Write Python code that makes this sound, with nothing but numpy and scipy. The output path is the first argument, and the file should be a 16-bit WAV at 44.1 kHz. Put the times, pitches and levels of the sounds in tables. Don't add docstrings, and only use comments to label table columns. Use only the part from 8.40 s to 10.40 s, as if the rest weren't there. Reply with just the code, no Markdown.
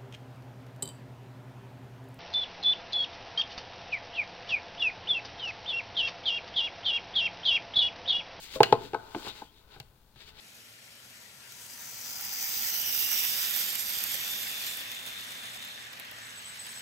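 import sys
import numpy as np
from scipy import signal
from scipy.fft import rfft, irfft
from scipy.io import wavfile

SR = 44100
rng = np.random.default_rng(int(sys.argv[2]) if len(sys.argv) > 2 else 0)


def log_audio(samples):
    frames = np.atleast_2d(samples).T
    limited = np.clip(frames, -1, 1)
    pcm = np.round(limited * 32767).astype(np.int16)
    wavfile.write(sys.argv[1], SR, pcm)


N = 88200


def amp(db):
    return 10 ** (np.asarray(db) / 20)


def unit(x):
    return x / np.sqrt(np.mean(x ** 2) + 1e-20)


def read(points, hz):
    f, value = np.transpose(points)
    return np.interp(np.log(hz + 1), np.log(f + 1), value)


def level(time_s, db):
    return amp(np.interp(np.arange(N) / SR, time_s, db))


def pan(lr_db):
    gains = amp(np.array([[.5], [-.5]]) * lr_db)
    return gains / np.sqrt(np.mean(gains ** 2, 0))


def add(mix, s, sound):
    part = mix[:, round(s * SR):][:, :sound.shape[-1]]
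    part += sound[:, :part.shape[1]]


def colour(x, gain):
    hz = np.fft.rfftfreq(x.shape[-1], 1 / SR)
    return unit(irfft(rfft(x) * gain(hz), x.shape[-1]))


def split(x, hz):
    bins_hz = np.fft.rfftfreq(x.shape[-1], 1 / SR)
    low = irfft(rfft(x) / (1 + (bins_hz / hz) ** 8), x.shape[-1])
    return low, x - low


def pair(x, likeness):
    c = np.clip(likeness, 0, 1)
    return np.array([x[0], c * x[0] + np.sqrt(1 - c * c) * x[1]])


def arch(length_s):
    return np.sin(np.pi * np.arange(0, 1, 1 / (length_s * SR)))


def dying(t, t60):
    return np.exp(-np.log(1000) * t / t60)


TILT_PIVOT_HZ = 600


def ring(modes, t, pitch=1, length=1, tilt_db=0):
    out = 0
    for k, (hz, db, t60) in enumerate(modes):
        gain = (-1) ** k * amp(db + tilt_db * np.log2(hz / TILT_PIVOT_HZ))
        out = out + gain * dying(t, t60 * length) * np.sin(2 * np.pi * hz * pitch * t)
    return out


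def slips(per_s, spread_db):
    size = amp(spread_db * np.minimum(rng.exponential(1, (2, N)), 4))
    happens = rng.random
    sign_and_size = size * rng.standard_normal((2, N))
    return sign_and_size * (happens((2, N)) < per_s / SR)


# (frequency [Hz], left-right [dB])
SIDE = [(300, -1), (2000, 8), (4000, 12), (8000, -4), (12000, 5), (16000, -12.5)]


def side(hz):
    return pan(read(SIDE, hz))


# (frequency [Hz], spectral level [dB per Hz])
FLOOR = [(20, -3), (40, -2), (70, -4.5), (100, -10), (140, -11), (270, -17.5), (450, -23), (900, -27),
         (2600, -36.5), (8000, -39.5), (16000, -33.5)]
FLOOR_DB, FLOOR_LR_DB, FLOOR_LIKENESS = -60.5, 5.5, 1


def background():
    noise = pair(rng.standard_normal((2, N)), FLOOR_LIKENESS)
    return amp(FLOOR_DB) * colour(noise, lambda hz: amp(read(FLOOR, hz))) * pan(FLOOR_LR_DB)


# (delay [s], level [dB])
ECHOES = [(.0062, -21.5), (0.014, -19), (0.0268, -23)]
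# (frequency [Hz], t60 [s])
ROOM = [(130, 0.9), (450, 0.38), (1000, 0.26), (3000, .36), (8000, 0.091), (15000, 0.095)]
ROOM_DB, ROOM_ONSET_S = -15, .012


def room(x):
    noise = pair(rng.standard_normal((2, SR // 2)), likeness=0.68)
    hz, t, z = signal.stft(noise, SR, nperseg=256)
    onset = 1 - np.exp(-t / ROOM_ONSET_S)
    decay = dying(t, read(ROOM, hz)[:, None])
    tail = signal.istft(z * decay * onset, SR, nperseg=256)[1]
    energy = np.sum((dying(t, ROOM[1][1]) * onset) ** 2) * t[1] * SR
    tail *= amp(ROOM_DB) / np.sqrt(energy)
    for delay_s, db in ECHOES:
        add(tail, delay_s, amp(db) * np.ones((2, 1)))
    return signal.fftconvolve(x, tail, axes=1)[:, :N]


PUFF_S, PUFF_LENGTH_S = .142, .055
PUFF_HZ, PUFF_DB = 55.06, -46


def puff():
    out, swell = np.zeros((2, N)), arch(PUFF_LENGTH_S)
    air = colour(rng.standard_normal(N), lambda hz: hz / PUFF_HZ / (1 + (hz / PUFF_HZ) ** 3))
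    add(out, PUFF_S, amp(PUFF_DB) * swell * air[:len(swell)] * pan(0))
    return out


# (time [s], level [dB])
SLIDE = [(0, -70), (.13, -62.5), (.17, -45.5), (.22, -79), (.40, -48.5), (.51, -60.5), (.60, -48.5),
         (.68, -52), (.72, -54), (.80, -48.5), (.84, -51), (.875, -41.5), (.93, -59.5), (1.0, -55),
         (1.10, -71.5), (1.27, -66), (1.35, -56), (1.43, -70), (1.73, -74.5), (1.82, -67.5), (2.0, -61)]
# (frequency [Hz], half-width at half amplitude [Hz], level [dB])
SLIDE_PEAKS = [(415, 18, 2.5), (616, 250, -9.5), (880, 43, 0), (1020, 87, -7.5), (1320, 150, -8.5),
               (1503, 49, -4)]


def slide():
    drive = pair(slips(per_s=5300, spread_db=2), likeness=0.39)

    def panels(hz):
        power = sum(amp(db) ** 2 / (1 + ((hz - f) / width) ** 2) ** 2 for f, width, db in SLIDE_PEAKS)
        return np.sqrt(power)

    return level(*np.transpose(SLIDE)) * colour(drive, panels) * pan(lr_db=5.0)


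# (time [s], level [dB], treble relative to the rest [dB])
RUB = [(0, -51.5, 5.5), (0.038, -46.5, 7), (.09, -51, -0.5), (0.157, -38.5, 1), (0.192, -59, 8),
       (.27, -49.5, 3), (.38, -56, -0.5), (.45, -47, -1.5), (.51, -58.5, 0), (.61, -60, 1.5),
       (0.699, -57.5, 1), (.79, -51, 4.5), (.83, -47.5, 0.5), (0.886, -38.5, -2.5), (0.923, -51.5, -3.5),
       (.98, -47.5, 0), (1.07, -62, 1.5), (1.109, -67.5, -1), (1.18, -62, 0), (1.26, -70, -2),
       (1.34, -51, -8.5), (1.40, -66, 1), (1.471, -71.5, 2.5), (1.74, -72, 3), (1.764, -58.5, -6),
       (1.82, -49, -4.5), (1.85, -57, -4.5), (1.89, -48.5, -3), (1.929, -63, -5.5), (2.0, -46, -6)]
# (frequency [Hz], spectral level [dB per Hz])
RUB_COLOUR = [(300, -10.5), (1000, -13.5), (1800, -7), (2600, -4.5), (3700, -0.5), (4600, -3),
              (5500, -11.5), (7500, -12.5), (10000, -22.5), (13000, -20.5), (15500, -15.5)]
RUB_SLIPS_PER_S, RUB_SPREAD_DB, RUB_LIKENESS = 8300, 2.5, 0.45
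RUB_TREBLE_HZ = 5200


def glove():
    catches = slips(RUB_SLIPS_PER_S, RUB_SPREAD_DB)
    hiss = 0.28 * rng.standard_normal((2, N))
    drive = pair(catches + hiss, RUB_LIKENESS)
    rubbing = colour(drive, lambda hz: amp(read(RUB_COLOUR, hz)) * side(hz))
    low, high = split(rubbing, RUB_TREBLE_HZ)
    time_s, db, treble_db = np.transpose(RUB)
    return level(time_s, db) * (low + high * level(time_s, treble_db))


# (start [s], length [s], pitch [Hz], level [dB])
SWISHES = [(0, 0.12, 2170, -61), (.24, 0.076, 3020, -50), (.868, 0.059, 3690, -43),
           (1.03, 0.094, 3200, -64), (1.13, 0.097, 3700, -64)]
SWISH_WIDTH_HZ = 170


def swishes():
    out = np.zeros((2, N))
    for s, length_s, pitch_hz, db in SWISHES:
        swell = arch(length_s)
        tone = colour(rng.standard_normal(N), lambda hz: 1 / (1 + ((hz - pitch_hz) / SWISH_WIDTH_HZ) ** 2))
        add(out, s, amp(db) * swell * tone[:len(swell)] * pan(lr_db=9.5))
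    return out


DESK_HZ, DESK_T60, DESK_RISE_S = 122, 0.084, 0.0033


def thump(t):
    return (1 - np.exp(-t / DESK_RISE_S)) * dying(t, DESK_T60) * np.sin(2 * np.pi * DESK_HZ * t)


BURST_TREBLE_HZ, BURST_TREBLE_LIFE, BURST_TREBLE_DB = 6000, 0.31, 7.5


def burst(t, spectrum, t60, tilt_db=0, likeness=.7):
    noise = pair(rng.standard_normal((2, len(t))), likeness)

    def gain(hz):
        return amp(read(spectrum, hz) + tilt_db * np.log2(1 + hz / TILT_PIVOT_HZ)) * side(hz)

    low, high = split(colour(noise, gain), BURST_TREBLE_HZ)
    treble = amp(BURST_TREBLE_DB) * high * dying(t, t60 * BURST_TREBLE_LIFE)
    return low * dying(t, t60) + treble


# (frequency [Hz], level [dB], t60 [s])
LID = [(330, -18, .04), (411.6, -3, .045), (493.2, -6, .045), (675.5, -16.5, 0.1), (756, -14, .035),
       (831, 2, 0.023), (896, 1, 0.025), (1054.5, -21, 0.097)]


def lid(t, pitch, length=1, tilt_db=0):
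    return ring(LID, t, pitch, length, tilt_db)


# (frequency [Hz], level [dB], t60 [s])
RIM = [(1520, -10, .03), (1645, -8, 0.035), (1970, -4, 0.032), (2050, -6.5, 0.026), (2620, -4, .04),
       (2765, -2.5, 0.033), (2860, -2.5, .045), (3140, -2, 0.025), (4116, -6.5, 0.12), (4210, 1, 0.013)]


def rim(t):
    return sum((-1) ** k * ring([mode], t) * side(mode[0]) for k, mode in enumerate(RIM))


CONTACT_S = 0.00013


def contact(t):
    return 1 - np.exp(-t / CONTACT_S)


# (time [s], level [dB], rim ring [dB], brightness [dB per octave], t60 [s],
# lid ring [dB], desk thump [dB], left-right [dB])
CLICKS = [(.2313, -13.5, -16, -0.3, 0.0412, -27.5, -38.5, -3.5),
          (.2375, -20.5, -22, -4, 0.026, -40, -54, -5), (1.4001, -35, -54, 4.5, 0.03, -45, -37, -1.5)]
# (frequency [Hz], spectral level [dB per Hz])
CLICK = [(200, -10.5), (800, 0), (1600, -1), (2100, -1.5), (2900, 2), (3600, -2.5), (4200, -1), (4900, -4),
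         (5600, -11.5), (7000, -14.5), (10000, -24.5), (13000, -26.5), (15500, -22)]
CLICK_LID_PITCH, CLICK_LID_TILT_DB = .94, 7.5


def clicks(t):
    out = np.zeros((2, N))
    for s, db, rim_db, tilt_db, t60, lid_db, thump_db, lr_db in CLICKS:
        click = amp(db) * burst(t, CLICK, t60, tilt_db, likeness=0.23)
        click = click + amp(rim_db) * rim(t)
        click = click + amp(lid_db) * lid(t, CLICK_LID_PITCH, tilt_db=CLICK_LID_TILT_DB)
        add(out, s, contact(t) * click * pan(lr_db) + amp(thump_db) * thump(t))
    return out


# (time [s], level [dB], tilt [dB per octave], pitch [ratio], ring length [ratio],
# desk thump [dB], edge crack [dB], crack tilt [dB per octave], side wall [dB], panel flap [dB], left-right [dB])
KNOCKS = [(0.158, -35.5, -16, 1.28, 2.8, -53, -43, -5, -70, -37, 5),
          (0.2041, -1.5, 2, 0.99, 1.02, -19.5, -22, -1, -28.5, -28.5, -3),
          (0.3247, -3.5, 2.5, 1.0, 1.0, -20.5, -17.5, -0.5, -27, -26, 2.5),
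          (0.5331, -22.5, -2, 0.93, 0.97, -35, -39, -1, -38.5, -48, 2),
          (0.5446, -22.5, 6, 1.01, 1.44, -38, -32.5, -1.5, -26, -34, 5.5),
          (.7474, -24, 5, 1.013, 0.81, -37.5, -29, -5.5, -35.5, -34, 3),
          (0.761, -31, -12.5, 0.83, 1.5, -50.5, -47, 0, -49, -33, 1),
          (0.868, -38, -9, 0.93, 1.24, -43, -34.5, -8.5, -40, -45.5, 1),
          (1.0188, -33, 11, .98, 0.92, -63.5, -53.5, -0.5, -47.5, -41, 4.5),
          (1.3610, -49, -2.5, 0.92, 1.8, -46, -60.5, -2, -49, -51.5, 4),
          (1.7590, -60.5, -6.5, 0.934, 1.2, -48.5, -56, -1.5, -62, -57.5, 7)]
# (frequency [Hz], spectral level [dB per Hz])
CRACK = [(200, -4.5), (700, -2), (1300, 0.5), (2000, -6.5), (2800, -3), (4200, -3.5), (5400, -15),
         (7500, -25), (11000, -32), (16000, -41.5)]
CRACK_T60 = .035
# (frequency [Hz], level [dB], t60 [s])
WALL = [(1276, -2, .04), (1370, -4.5, 0.016), (1487, -3, .045), (1591, -1, 0.029), (2200, -10, .035)]
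# (frequency [Hz], level [dB], t60 [s])
FLAP = [(209, -8, 0.081), (295, -1, 0.061), (356, -8, .07)]


def knocks(t):
    out = np.zeros((2, N))
    for (s, db, tilt_db, pitch, length, thump_db, crack_db, crack_tilt_db,
         wall_db, flap_db, lr_db) in KNOCKS:
        body = amp(db) * lid(t, pitch, length, tilt_db)
        body = body + amp(wall_db) * ring(WALL, t) + amp(flap_db) * ring(FLAP, t)
        crack = amp(crack_db) * burst(t, CRACK, CRACK_T60, crack_tilt_db, likeness=.7)
        add(out, s, contact(t) * (body * pan(lr_db) + crack) + amp(thump_db) * thump(t))
    return out


LOW_CUT_HZ = 70


def blows():
    t = np.arange(SR // 4) / SR
    high_pass = signal.butter(2, LOW_CUT_HZ, "high", fs=SR, output="sos")
    return signal.sosfilt(high_pass, knocks(t) + clicks(t))


RIGHT_DELAY_S = .00009


def from_left(x):
    turn = np.exp(-2j * np.pi * np.fft.rfftfreq(N, 1 / SR) * RIGHT_DELAY_S)
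    return np.array([x[0], irfft(rfft(x[1]) * turn, N)])


def scene():
    near = from_left(blows() + glove() + slide() + swishes())
    return near + room(near) + puff() + background()


EDGE_HZ = 16100


def record(dry):
    low_pass = signal.firwin(255, EDGE_HZ, window=("kaiser", 9), fs=SR)
    return signal.oaconvolve(dry, low_pass[None], "same")


dry = scene()
out = record(dry)
log_audio(out)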